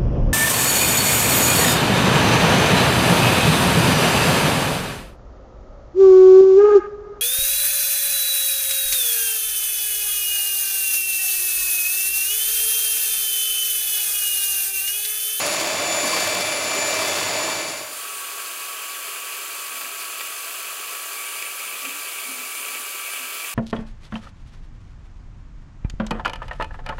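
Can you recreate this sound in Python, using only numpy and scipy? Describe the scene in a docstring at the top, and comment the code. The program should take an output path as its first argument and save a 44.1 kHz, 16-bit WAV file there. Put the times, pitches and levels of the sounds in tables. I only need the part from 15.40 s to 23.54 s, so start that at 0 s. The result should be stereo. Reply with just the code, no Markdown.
"""Hand mixer whipping cream

An electric mixer works close by, in a glass bowl on a stone worktop. At a low setting its gears growl
and its blades graze the bowl; this fades into a higher, lighter setting. The motor whines on multiples
of its shaft speed, its fan hisses, the cream churns and the beaters tick on the glass."""
import sys
import numpy as np
from scipy import signal
from scipy.fft import rfft, irfft, next_fast_len
from scipy.io import wavfile
from scipy.ndimage import uniform_filter1d

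SR = 44100
rng = np.random.default_rng(int(sys.argv[2]) if len(sys.argv) > 2 else 0)


def pcm_store(signal):
    """Save signal as 16-bit PCM."""
    levels = np.round(np.clip(np.atleast_2d(signal), -1, 1) * 32767)
    wavfile.write(sys.argv[1], SR, levels.astype(np.int16).T)


N = 358974
T = np.arange(N) / SR
FFT_SIZE = next_fast_len(N + 4096, True)
BINS_HZ = np.maximum(np.fft.rfftfreq(FFT_SIZE, 1 / SR), 1)
GEAR_RATIO = 21.33   # motor turns for one turn of the beaters
COMMUTATOR_BARS, ARMATURE_SLOTS, FAN_BLADES = 24, 12, 8   # contacts, coil slots and blades on the shaft


def from_db(db):
    """Turn decibels into a gain to multiply by."""
    return 10 ** (np.asarray(db) / 20)


def unit_power(x):
    """Scale a signal to an average power of one."""
    return x / np.sqrt(np.mean(x ** 2) + 1e-20)


def in_time(rows):
    """Join the points of a curve, giving a value at every sample."""
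    return np.interp(T, *np.transpose(rows))


def in_frequency(rows, column=1):
    """Join the dB points of a spectrum, giving a gain at every frequency."""
    columns = np.transpose(rows)
    return from_db(np.interp(np.log(BINS_HZ), np.log(columns[0]), columns[column]))


def colour(x, gain):
    """Filter a sound with one gain for each frequency."""
    return irfft(rfft(x, FFT_SIZE) * gain, FFT_SIZE)[:N]


def drift(rate_hz):
    """A smooth random wobble, typically of size one."""
    step = 40   # samples between points
    r = np.exp(-2 * np.pi * rate_hz * step / SR)
    slow = signal.lfilter([1], [1, -2 * r, r * r], rng.standard_normal(N // step + 2002))[2000:]
    return np.interp(np.arange(N) / step, np.arange(len(slow)), unit_power(slow))


def uneven_noise(depth_db, rate_hz):
    """Noise whose level flickers at random."""
    return rng.standard_normal(N) * from_db(depth_db * drift(rate_hz))


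def resonate(x, hz, width):
    """Pass a sound twice through one resonance, leaving a narrow band at a power of one."""
    r = np.exp(-np.pi * width / SR)
    section = [1 - r, 0, r - 1, 1, -2 * r * np.cos(2 * np.pi * hz / SR), r * r]
    return unit_power(signal.sosfilt([section, section], x))


def ringing_noise(modes):
    """Each resonance is kept ringing by its own noise."""
    return sum(from_db(db) * resonate(rng.standard_normal(N), hz, width) for hz, width, db in modes)


def steady(x, seconds, steadiness=.85):
    """Even out the gusts of a ringing noise over the given time."""
    power = uniform_filter1d(x ** 2, int(seconds * SR)) / np.mean(x ** 2)
    return x / np.maximum(power, 1e-6) ** (steadiness / 2)


def clicks(times, heights):
    """One single-sample click at each time."""
    out = np.zeros(N)
    out[(times * SR).astype(int)] = heights
    return out + 1e-18


def die_away(x, seconds):
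    """Give each click a fading tail."""
    return signal.lfilter([1], [1, -np.exp(-1 / (seconds * SR))], x)


def cut_bass(x, hz, order):
    """Turn down everything below hz; a higher order cuts more steeply."""
    return signal.sosfilt(signal.butter(order, hz, "high", fs=SR, output="sos"), x)


def blade_beat(angle, depth_db, count=4):
    """A pulsing gain: the load peaks count times in each turn of the beaters."""
    return unit_power(from_db(depth_db * np.cos(count * angle / GEAR_RATIO)))


# Where the sound sits in stereo: f/Hz, left over right/dB, stereo width/dB
STEREO_LOW = [(100, -4, -12), (280, 0.5, -9), (500, -0.5, -4.5), (680, -5, -12), (800, 3.5, -2.5),
              (1340, -0.5, -13), (1780, -0.5, -56), (2660, 0, -41), (2980, 1, -7.5), (4500, 0.3, -11),
              (5600, 0, -45), (7600, -0.5, -54), (8130, 1, 6), (10500, 0, -9), (13700, 1, 7)]
STEREO_HIGH = [(199.92, -1, -16), (420, -2.5, -23), (784, -2, -10), (1050, 3.5, -12.5), (1340, 1, -21),
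               (1850, -3.5, -3), (2640, -6, -13.5), (3130, 3, -2.5), (4310, -0.5, -9.5), (4900, 0, -24),
               (5340, 0, -55), (11000, 0, -61), (13300, 0, -22.5)]
def place(x, stereo):
    """Set balance and stereo width at each frequency: some bands spread wide, others stay central."""
    balance, width = in_frequency(stereo), in_frequency(stereo, column=2)
    smear = rfft(rng.standard_normal(N) * np.exp(-T / .04), FFT_SIZE)   # makes left and right unlike
    lean = (balance - 1) / (balance + 1)
    side = colour(x, lean + width * smear / np.abs(smear))
    return np.array([x + side, x - side])


# Echoes from bowl wall and worktop: delay/s, relative gain
ECHOES_LOW = [(.000955, -.09), (.001225, -.13), (.001545, .06), (.00362, -.05)]
ECHOES_HIGH = [(.001035, -.11), (.001675, .07), (.00264, .05), (.003155, .07)]
def close_echoes(x, echoes, strength):
    """Hard surfaces close by make the sound slightly hollow."""
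    ripple = sum(gain * np.exp(-2j * np.pi * BINS_HZ * delay) for delay, gain in echoes)
    return colour(x, 1 + strength * ripple)


# Deep resonances of the mixer: f/Hz, width/Hz, level/dB
DRONE_MODES = [(54.2, 12, -63.5), (105, 17, -52.5), (166.4, 34, -54)]
def drone():
    """The shaking mixer gives a low hum."""
    return ringing_noise(DRONE_MODES)


# Colour of the hiss, with a narrow gap near 13 kHz at the low setting: f/Hz, level/dB per Hz
HISS_LOW = [(30, -97), (55, -90), (100, -68.5), (220, -67), (400, -64), (900, -60), (1500, -63.5),
            (3200, -66.5), (7750, -67.5), (8200, -75.5), (10500, -72), (12200, -75), (13000, -90),
            (15700, -77.5)]
HISS_HIGH = [(30, -121.2), (90, -115.0), (180, -96.5), (400, -76.5), (850, -77.5), (1800, -77), (3700, -77),
             (4500, -78.5), (5200, -78.5), (5520, -83), (5880, -77.5), (6050, -75), (9600, -75.5),
             (12000, -75), (15700, -77.5)]
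def hiss(spectrum, spit_db):
    """An airy hiss that spits slightly, coloured by the given spectrum."""
    air = unit_power(uneven_noise(spit_db, rate_hz=180))
    return colour(air * np.sqrt(SR / 2), in_frequency(spectrum))


def swish():
    """The wet cream churns with a hollow, uneven swish."""
    return from_db(-46.3) * resonate(uneven_noise(depth_db=2, rate_hz=45), hz=4520, width=1140)


# How loud the spray is: t/s, level/dB
SPRAY_LEVEL = [(0.02, -39), (0.12, -37), (0.3, -44), (0.58, -40), (0.66, -35.5), (0.88, -34), (1.05, -40),
               (1.17, -45), (1.42, -44), (1.55, -38), (1.77, -37), (1.87, -43), (2.1, -41)]
# Colour of the spray: f/Hz, relative level/dB
SPRAY_SPECTRUM = [(1500, -30), (4000, -7), (6500, -2), (7700, 0), (9500, -1.5), (12200, -2), (13200, -15)]
def spray(angle):
    """Each of the four blades flings up fine, fizzing cream."""
    fizz = uneven_noise(depth_db=1.5, rate_hz=90) * blade_beat(angle, depth_db=1.5)
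    return from_db(in_time(SPRAY_LEVEL)) * unit_power(colour(fizz, in_frequency(SPRAY_SPECTRUM)))


# Air pockets in the cream: t/s, half length/s, f/Hz, width/Hz, level/dB
AIR_POCKETS = [(.07, 0.043, 175, 50, -47), (0.403, .01, 1190, 120, -33), (.458, .01, 1140, 120, -32),
               (.638, .012, 1120, 120, -28), (0.655, 0.024, 270, 110, -35),
               (0.739, 0.012, 1080, 120, -24.5), (.968, .011, 1040, 120, -33),
               (0.997, 0.052, 175, 40, -44.5), (1.343, 0.011, 1114, 120, -31),
               (1.543, .011, 1190, 140, -32), (1.62, .01, 1110, 160, -29), (2.008, .018, 1100, 140, -31),
               (2.087, 0.011, 1090, 200, -28.5), (2.088, .01, 875, 90, -30.5), (2.085, .02, 380, 220, -36),
               (4.364, .06, 254.3, 90.5, -58), (4.46, 0.055, 270, 90, -56), (6.33, 0.11, 210, 120, -64),
               (6.47, 0.039, 263, 70, -46), (6.54, 0.06, 296, 25, -52), (6.907, 0.034, 256, 35, -45),
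               (7.0, .06, 252, 35, -51), (7.206, 0.035, 255, 35, -56), (7.37, 0.079, 258, 50, -56.5),
               (7.837, .045, 259, 30, -53)]
def gulps():
    """Each air pocket torn open by the beaters swells and rings briefly."""
    out = np.zeros(N)
    for s, half_length, hz, width, db in AIR_POCKETS:
        swell = np.exp(-((T - s) / half_length) ** 2)
        pocket = steady(resonate(rng.standard_normal(N), hz, width), seconds=2 / width) * swell
        out += from_db(db) * pocket * np.sqrt(np.sum(swell ** 2) / np.sum(pocket ** 2))
    return out


# A blade grazes the glass: t/s, relative level/dB
GRAZE_TIMES = [(0.066, -24), (0.140, -24.5), (0.200, -28), (0.214, -25.5), (0.275, -29), (0.527, -28),
               (0.659, -26), (0.681, -25.5), (0.769, -30), (0.806, -23.5), (0.848, -27), (0.877, -23.5),
               (0.951, -26), (1.010, -26), (1.474, -28), (1.509, -28), (1.544, -27), (1.617, -26),
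               (1.687, -26), (1.762, -25.5), (1.834, -26)]
# Colour of a graze: f/Hz, relative level/dB
GRAZE_SPECTRUM = [(600, -28), (2000, -3), (4000, 0), (7600, 0.5), (9000, -6.5), (12000, -2), (13500, -14)]
def grazes(half_length_s=.0031, trim_db=-1.2):
    """A wire sweeping past the glass gives a short, bright rasp."""
    power = sum(from_db(db) ** 2 * np.exp(-((T - s) / half_length_s) ** 2) for s, db in GRAZE_TIMES)
    rasp = unit_power(colour(rng.standard_normal(N), in_frequency(GRAZE_SPECTRUM)))
    return from_db(trim_db) * np.sqrt(power) * rasp


# Notes of the beater wire and the cream-damped bowl: f/Hz, time to fade by 60 dB/s, relative level/dB
WIRE_NOTES = [(2390, 0.018, -2.5), (2625, 0.023, -3.5), (2900, 0.022, -11), (7300, .004, -7)]
GLASS_NOTES = [(520, 0.035, -16), (880, .018, -15), (1310, .022, -12), (1640, .012, -16), (1860, .022, -16),
               (1935, 0.11, -16.5), (3398, .016, -13), (4200, .016, -17), (4950, 0.012, -15)]
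def strike(times, peak_db, notes, spread_db=1.5):
    """Each touch sets every note ringing as a fading sine, with a slightly random strength."""
    chance_db = spread_db * rng.standard_normal((len(times), len(notes)))
    out = np.zeros(N)
    for k, (hz, fade_s, db) in enumerate(notes):
        hits = clicks(times, from_db(peak_db + db + chance_db[:, k]))
        r, w = from_db(-60 / (fade_s * SR)), 2 * np.pi * hz / SR   # decay and angle per sample
        out += (-1) ** k * signal.lfilter([0, np.sin(w)], [1, -2 * r * np.cos(w), r * r], hits)
    return out


# A beater touches the bowl (levels are relative): t/s, wire level/dB, glass level/dB, crack level/dB
TOUCHES = [(2.68, -27, -25, -28), (4.3554, -22, -30, -38), (4.4105, -24, -18, -27),
           (4.4154, -24, -18.5, -29), (4.4463, -24, -27, -38), (4.7964, -27, -24, -33),
           (4.8074, -19.5, -16.5, -20.5), (4.8121, -25, -20, -26), (4.8504, -29, -26, -30),
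           (5.8391, -20.5, -23, -34), (6.0242, -17.5, -21.5, -32), (6.0651, -20, -30, -38),
           (6.4512, -20.5, -18.5, -27), (6.4549, -18, -23, -29), (6.494, -20.5, -30, -38),
           (6.7864, -21, -28, -35), (7.228, -22, -24, -36), (7.2504, -21.5, -28, -36),
           (7.337, -26, -21, -34), (7.3492, -17.5, -21, -29), (7.6914, -23, -26, -36),
           (7.735, -27, -23, -28), (8.045, -24, -22, -34)]
def ticks(trim_db=-2.5):
    """Steel meets glass with a bright crack and both ring, giving off almost no bass."""
    times, wire_db, glass_db, crack_db = np.transpose(TOUCHES)
    ringing = strike(times, wire_db, WIRE_NOTES) + strike(times, glass_db, GLASS_NOTES)
    crack = die_away(clicks(times, from_db(crack_db)), seconds=.0016) * rng.standard_normal(N)
    crack = cut_bass(crack, hz=1500, order=1)
    return from_db(trim_db) * cut_bass(ringing + crack, hz=370, order=4)


def jolt(boost_db=15.5):
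    """A gain for the gear rattle: it jumps at each touch on the bowl, then settles."""
    times, wire_db, *_ = np.transpose(TOUCHES)
    kicks = clicks(times, from_db(wire_db + boost_db) ** 2)
    return np.sqrt(1 + die_away(kicks, seconds=.022))


# How loud the knock is as the beaters dig deeper: t/s, level/dB
KNOCK_LEVEL = [(2.6, -55), (3.2, -49.5), (5.5, -49), (5.71, -54), (5.75, -37), (5.83, -39.5), (5.93, -41.5),
               (6.0, -35.5), (6.09, -39), (6.14, -47), (6.2, -36), (6.29, -42), (6.42, -40), (6.57, -43),
               (6.72, -42), (6.82, -38.5), (7.05, -42.5), (7.14, -42), (7.36, -38), (7.4, -50), (7.46, -40),
               (7.56, -43), (7.78, -40), (7.84, -44), (8.04, -39.5), (8.1, -44)]
# Resonances of the gearbox: f/Hz, width/Hz, relative level/dB
GEARBOX_MODES = [(2241, 57, -6.5), (2330, 96, -1)]
def knock(angle, chatter=.64):
    """Three times per beater turn the gears take up their slack and knock, chattering in between."""
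    turns = angle / (2 * np.pi) + .2 * drift(6)   # loose gears knock early or late
    count = np.floor(3 * turns / GEAR_RATIO)
    blows = unit_power(np.diff(count, prepend=count[0]) * from_db(2.5 * drift(20)))
    ringing = sum(from_db(db) * resonate(blows + chatter * rng.standard_normal(N), hz, width)
                  for hz, width, db in GEARBOX_MODES)
    return from_db(in_time(KNOCK_LEVEL)) * ringing


# Resonances of the gear case: f/Hz, width/Hz, level/dB
CASE_MODES = [(556, 15, -44), (590.2, 27, -35), (634.7, 34, -34), (686.6, 16, -44), (712.4, 20, -42.5)]
# Load on the gears: t/s, level change/dB
GEAR_LOAD = [(0.03, 2), (0.18, -2), (0.45, 0), (0.6, 2), (0.8, -2.5), (0.88, 0), (1.12, -1.7), (1.4, -3),
             (1.51, 2.5), (1.6, -2.5), (1.72, 0.5), (1.86, -6.5), (1.96, 2), (2.13, -5.5), (2.21, 0),
             (2.33, -2.5), (2.42, 1.5)]
def growl(angle):
    """The straining gears keep their case ringing, louder as the load grows."""
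    case = steady(ringing_noise(CASE_MODES), seconds=.083)
    return case * from_db(in_time(GEAR_LOAD)) * blade_beat(angle, depth_db=1)


# Resonances of housing, gearbox and vent slots: f/Hz, width/Hz, level/dB
BODY_LOW = [(293.3, 42, -47), (329.2, 16, -45.5), (394.5, 26, -44.5), (481, 26, -48), (798, 51, -51),
            (1088, 120, -42), (1736, 99, -40.5), (2090, 140, -39.5), (2556, 560, -35), (4470, 320, -38.5),
            (5160, 380, -44)]
BODY_HIGH = [(409.3, 39, -60), (680.6, 19, -58), (1020, 91, -54), (1213, 194, -47), (1315, 105, -47),
             (1586, 43, -53.5), (1615, 280, -49), (1960, 67, -55.5), (2322, 210, -47.5), (2543, 206, -43),
             (2745, 170, -49), (2848, 38, -49), (2933, 100, -50.5), (3143, 110, -49), (3425, 180, -52),
             (7490, 780, -45.5), (10670, 550, -44.5), (13040, 450, -50)]
def rattle(modes, housing_gain, gear_gain, gears_above_hz=1800):
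    """Uneven contacts of the gear teeth shake the housing (low notes) and the gearbox (high notes)."""
    contacts = from_db(1.5 * drift(130))
    out = np.zeros(N)
    for hz, width, db in modes:
        gain = gear_gain if hz > gears_above_hz else housing_gain
        out += from_db(db) * resonate(rng.standard_normal(N) * contacts * gain, hz, width)
    return out


def tone(angle, multiple, waver_db, rough):
    """A sine at a multiple of the shaft speed, its level wavering and slightly rough."""
    sine = np.sin(multiple * angle + rng.uniform(0, 2 * np.pi))
    return unit_power(sine * from_db(waver_db * drift(4.8)) * (1 + rough * drift(24)))


# Motor tones: multiple of shaft speed, level/dB, change per extra turn a second/dB,
# change at full drag/dB, waver/dB
MOTOR_LOW = [(1, -52.5, -1.5, 0, -1), (4, -55, -6.5, 1, 2), (25, -52, -4, 0, 1), (32, -50, 0, 1, 1.5)]
MOTOR_HIGH = [(3, -45.1, -.45, .7, 1.1), (36, -49.4, .5, .3, 3.2)]
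def motor_tones(angle, motion, table, rough):
    """Tones grow or fade as speed slides them into or out of a resonance, and as the cream drags."""
    extra_speed, drag, _ = motion
    return sum(from_db(db + speed_db * extra_speed + drag_db * drag)
               * tone(angle, multiple, waver_db, rough)
               for multiple, db, speed_db, drag_db, waver_db in table)


# How loud each spinning part whines, before its trim: t/s, level/dB
COMMUTATOR_LOW = [(0.02, -32.5), (0.35, -36.5), (0.53, -28.5), (0.77, -35), (0.95, -33.5), (1.23, -37.5),
                  (1.42, -28), (1.6, -36), (2.1, -33.5)]
COMMUTATOR_HIGH = [(2.4, -50), (2.58, -39), (2.8, -41), (3.1, -47), (3.2, -42), (3.35, -50), (3.6, -46),
                   (3.81, -52), (3.94, -43), (4.09, -52), (4.32, -40), (4.46, -53), (4.6, -42), (4.8, -49),
                   (4.92, -42), (5.05, -49), (5.43, -48), (5.55, -45), (5.7, -47), (5.87, -37.5),
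                   (6.0, -46), (6.07, -39), (6.18, -51), (6.3, -39), (6.42, -50), (6.68, -44),
                   (6.95, -39.5), (7.03, -48), (7.18, -38), (7.29, -45), (7.41, -40), (7.52, -47),
                   (7.72, -42), (7.89, -48), (8.1, -42)]
ARMATURE_LEVEL = [(0.02, -42), (0.5, -34.5), (0.68, -40.5), (1.03, -36), (1.25, -39.5), (1.52, -44),
                  (1.67, -38.5), (1.95, -39.5), (2.3, -42)]
SHRILL_LEVEL = [(0.08, -34), (0.26, -47), (0.63, -36), (0.9, -47), (1.11, -35), (1.39, -42), (1.48, -37),
                (1.87, -49), (2.02, -40.5), (2.15, -46), (2.3, -36)]
FAN_LEVEL = [(0.02, -39), (0.17, -37.5), (0.28, -41), (0.45, -35), (0.78, -32), (1.0, -35.5), (1.11, -31),
             (1.21, -36), (1.42, -32), (1.65, -34), (1.85, -42), (2.12, -34.5), (2.4, -37)]
FAN_OCTAVE_LEVEL = [(0.02, -44), (0.15, -39.5), (0.6, -38.5), (0.77, -33), (0.92, -38), (1.03, -37),
                    (1.15, -41), (1.36, -45), (1.65, -36), (1.81, -42), (1.9, -37), (2.07, -43),
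                    (2.36, -35.5)]
def whine(angle, multiple, level, waver_db, rough, trim_db=0):
    """A ring of bars, slots or blades sings as it spins past the parts that stand still."""
    return from_db(in_time(level) + trim_db) * tone(angle, multiple, waver_db, rough)


# Speed of the motor shaft: t/s, turning rate/Hz
SHAFT_LOW = [(0.02, 289.9), (0.58, 292.1), (0.91, 291.3), (1.18, 292.6), (1.51, 293.2), (1.79, 290.7),
             (1.97, 290.9), (2.25, 292.3), (2.45, 291.5)]
SHAFT_HIGH = [(2.42, 376.8), (2.61, 376.4), (3.12, 374.4), (3.58, 377.7), (4.42, 375.1), (4.51, 377.0),
              (4.84, 376.5), (5.02, 378.4), (5.39, 377.7), (5.86, 380.2), (6.04, 382.4), (6.69, 383.0),
              (6.93, 382.3), (7.16, 384.3), (7.44, 382.8), (7.53, 385.6), (7.81, 382.9), (8.12, 382.0)]
def shaft(speeds, flutter, drag_peak_s, surge_peak_s, stroke_s=.81, surge_turns=85.3):
    """The shaft's angle, fluttering as the cream drags, and three slow motions that sway the levels."""
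    speed = in_time(speeds)
    angle = 2 * np.pi * np.cumsum(speed * (1 + flutter * drift(20))) / SR
    extra_speed = speed - np.mean(speeds, axis=0)[1]
    drag = np.cos(2 * np.pi * (T - drag_peak_s) / stroke_s)   # the hand circles the bowl
    surge = np.cos((angle - np.interp(surge_peak_s, T, angle)) / surge_turns)   # tied to the shaft
    return angle, (extra_speed, drag, surge)


def sway(motion, speed_db, drag_db=0, surge_db=0, waver_db=0):
    """A gain that follows extra speed, drag and surge, plus a little chance."""
    extra_speed, drag, surge = motion
    return from_db(speed_db * extra_speed + drag_db * drag + surge_db * surge + waver_db * drift(2.4))


def low_setting():
    """The slow, straining mixer: strong motor tones, growling gears, a drone, grazes and spray."""
    angle, motion = shaft(SHAFT_LOW, flutter=.00027, drag_peak_s=.77, surge_peak_s=.59)
    housing_gain = sway(motion, speed_db=-.2, drag_db=.8, waver_db=.8)
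    gear_gain = sway(motion, speed_db=-.1, drag_db=.6, surge_db=-.1, waver_db=.3)
    tones = motor_tones(angle, motion, MOTOR_LOW, rough=.16)
    tones += whine(angle, COMMUTATOR_BARS, COMMUTATOR_LOW, waver_db=1.2, rough=.15)
    tones += whine(angle, ARMATURE_SLOTS, ARMATURE_LEVEL, waver_db=1, rough=.1, trim_db=-.3)
    tones += whine(angle, 3 * ARMATURE_SLOTS, SHRILL_LEVEL, waver_db=.7, rough=.15, trim_db=-1)
    tones += whine(angle, FAN_BLADES, FAN_LEVEL, waver_db=.2, rough=.06)
    tones += whine(angle, 2 * FAN_BLADES, FAN_OCTAVE_LEVEL, waver_db=.3, rough=.1)
    body = rattle(BODY_LOW, housing_gain * blade_beat(angle, depth_db=1.5), gear_gain) + growl(angle)
    air = hiss(HISS_LOW, spit_db=1.1) * gear_gain * blade_beat(angle, depth_db=.4)
    air = close_echoes(air, ECHOES_LOW, strength=.33)
    return drone() + air + grazes() + spray(angle) + body + tones


# How hard the beaters rattle the gears: t/s, level change/dB
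RATTLE_LEVEL = [(2.62, -2.5), (3.0, -0.5), (3.65, 0.3), (4.1, 0), (4.43, -0.5), (4.68, 0), (4.98, 0.4),
                (5.7, -1), (5.8, -0.5), (5.92, -0.5), (6.03, 0.5), (6.11, -1), (6.45, 0.1), (6.57, -1.5),
                (6.79, 0), (7.08, -1), (7.3, -1), (7.48, -3), (7.68, 0), (8.1, 0)]
def high_setting(vents_from_hz=5000):
    """The faster, lighter mixer: bright fan hiss, knocking gears and a surging swish of cream."""
    angle, motion = shaft(SHAFT_HIGH, flutter=.000613, drag_peak_s=5.07, surge_peak_s=5.52)
    housing_gain = sway(motion, speed_db=-.2, drag_db=-.05)
    gear_gain = sway(motion, speed_db=.22, surge_db=.14, waver_db=.14)
    gear_gain *= jolt() * from_db(in_time(RATTLE_LEVEL) - .6)
    fan_gain = sway(motion, speed_db=.02, surge_db=.25, waver_db=.1)
    tones = motor_tones(angle, motion, MOTOR_HIGH, rough=.21)
    tones += whine(angle, COMMUTATOR_BARS, COMMUTATOR_HIGH, waver_db=.5, rough=.29, trim_db=.1)
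    body = rattle([mode for mode in BODY_HIGH if mode[0] < vents_from_hz], housing_gain, gear_gain)
    vents = ringing_noise([mode for mode in BODY_HIGH if mode[0] >= vents_from_hz])   # blown by the fan
    air = (hiss(HISS_HIGH, spit_db=1) + vents) * fan_gain * blade_beat(angle, depth_db=.05, count=3)
    body += knock(angle)
    cream = sway(motion, speed_db=-.13, surge_db=1.2, waver_db=.3) * swish()
    return close_echoes(air, ECHOES_HIGH, strength=.48) + cream + body + tones


def scene():
    """The low setting fades into the high one in about half a second; the cream gulps under both."""
    fade_out = in_time([(2.1, 1), (2.3, .52), (2.46, .22), (2.63, 0)])
    fade_in = in_time([(2.15, 0), (2.45, .55), (2.6, 1)])
    whipping = high_setting() + ticks()
    return fade_out * place(low_setting(), STEREO_LOW) + fade_in * place(whipping, STEREO_HIGH) + gulps()


def record(dry):
    """The highest treble is cut off steeply."""
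    return signal.sosfilt(signal.ellip(12, .1, 90, 15750, fs=SR, output="sos"), dry)


dry = scene()
out = record(dry)
pcm_store(out)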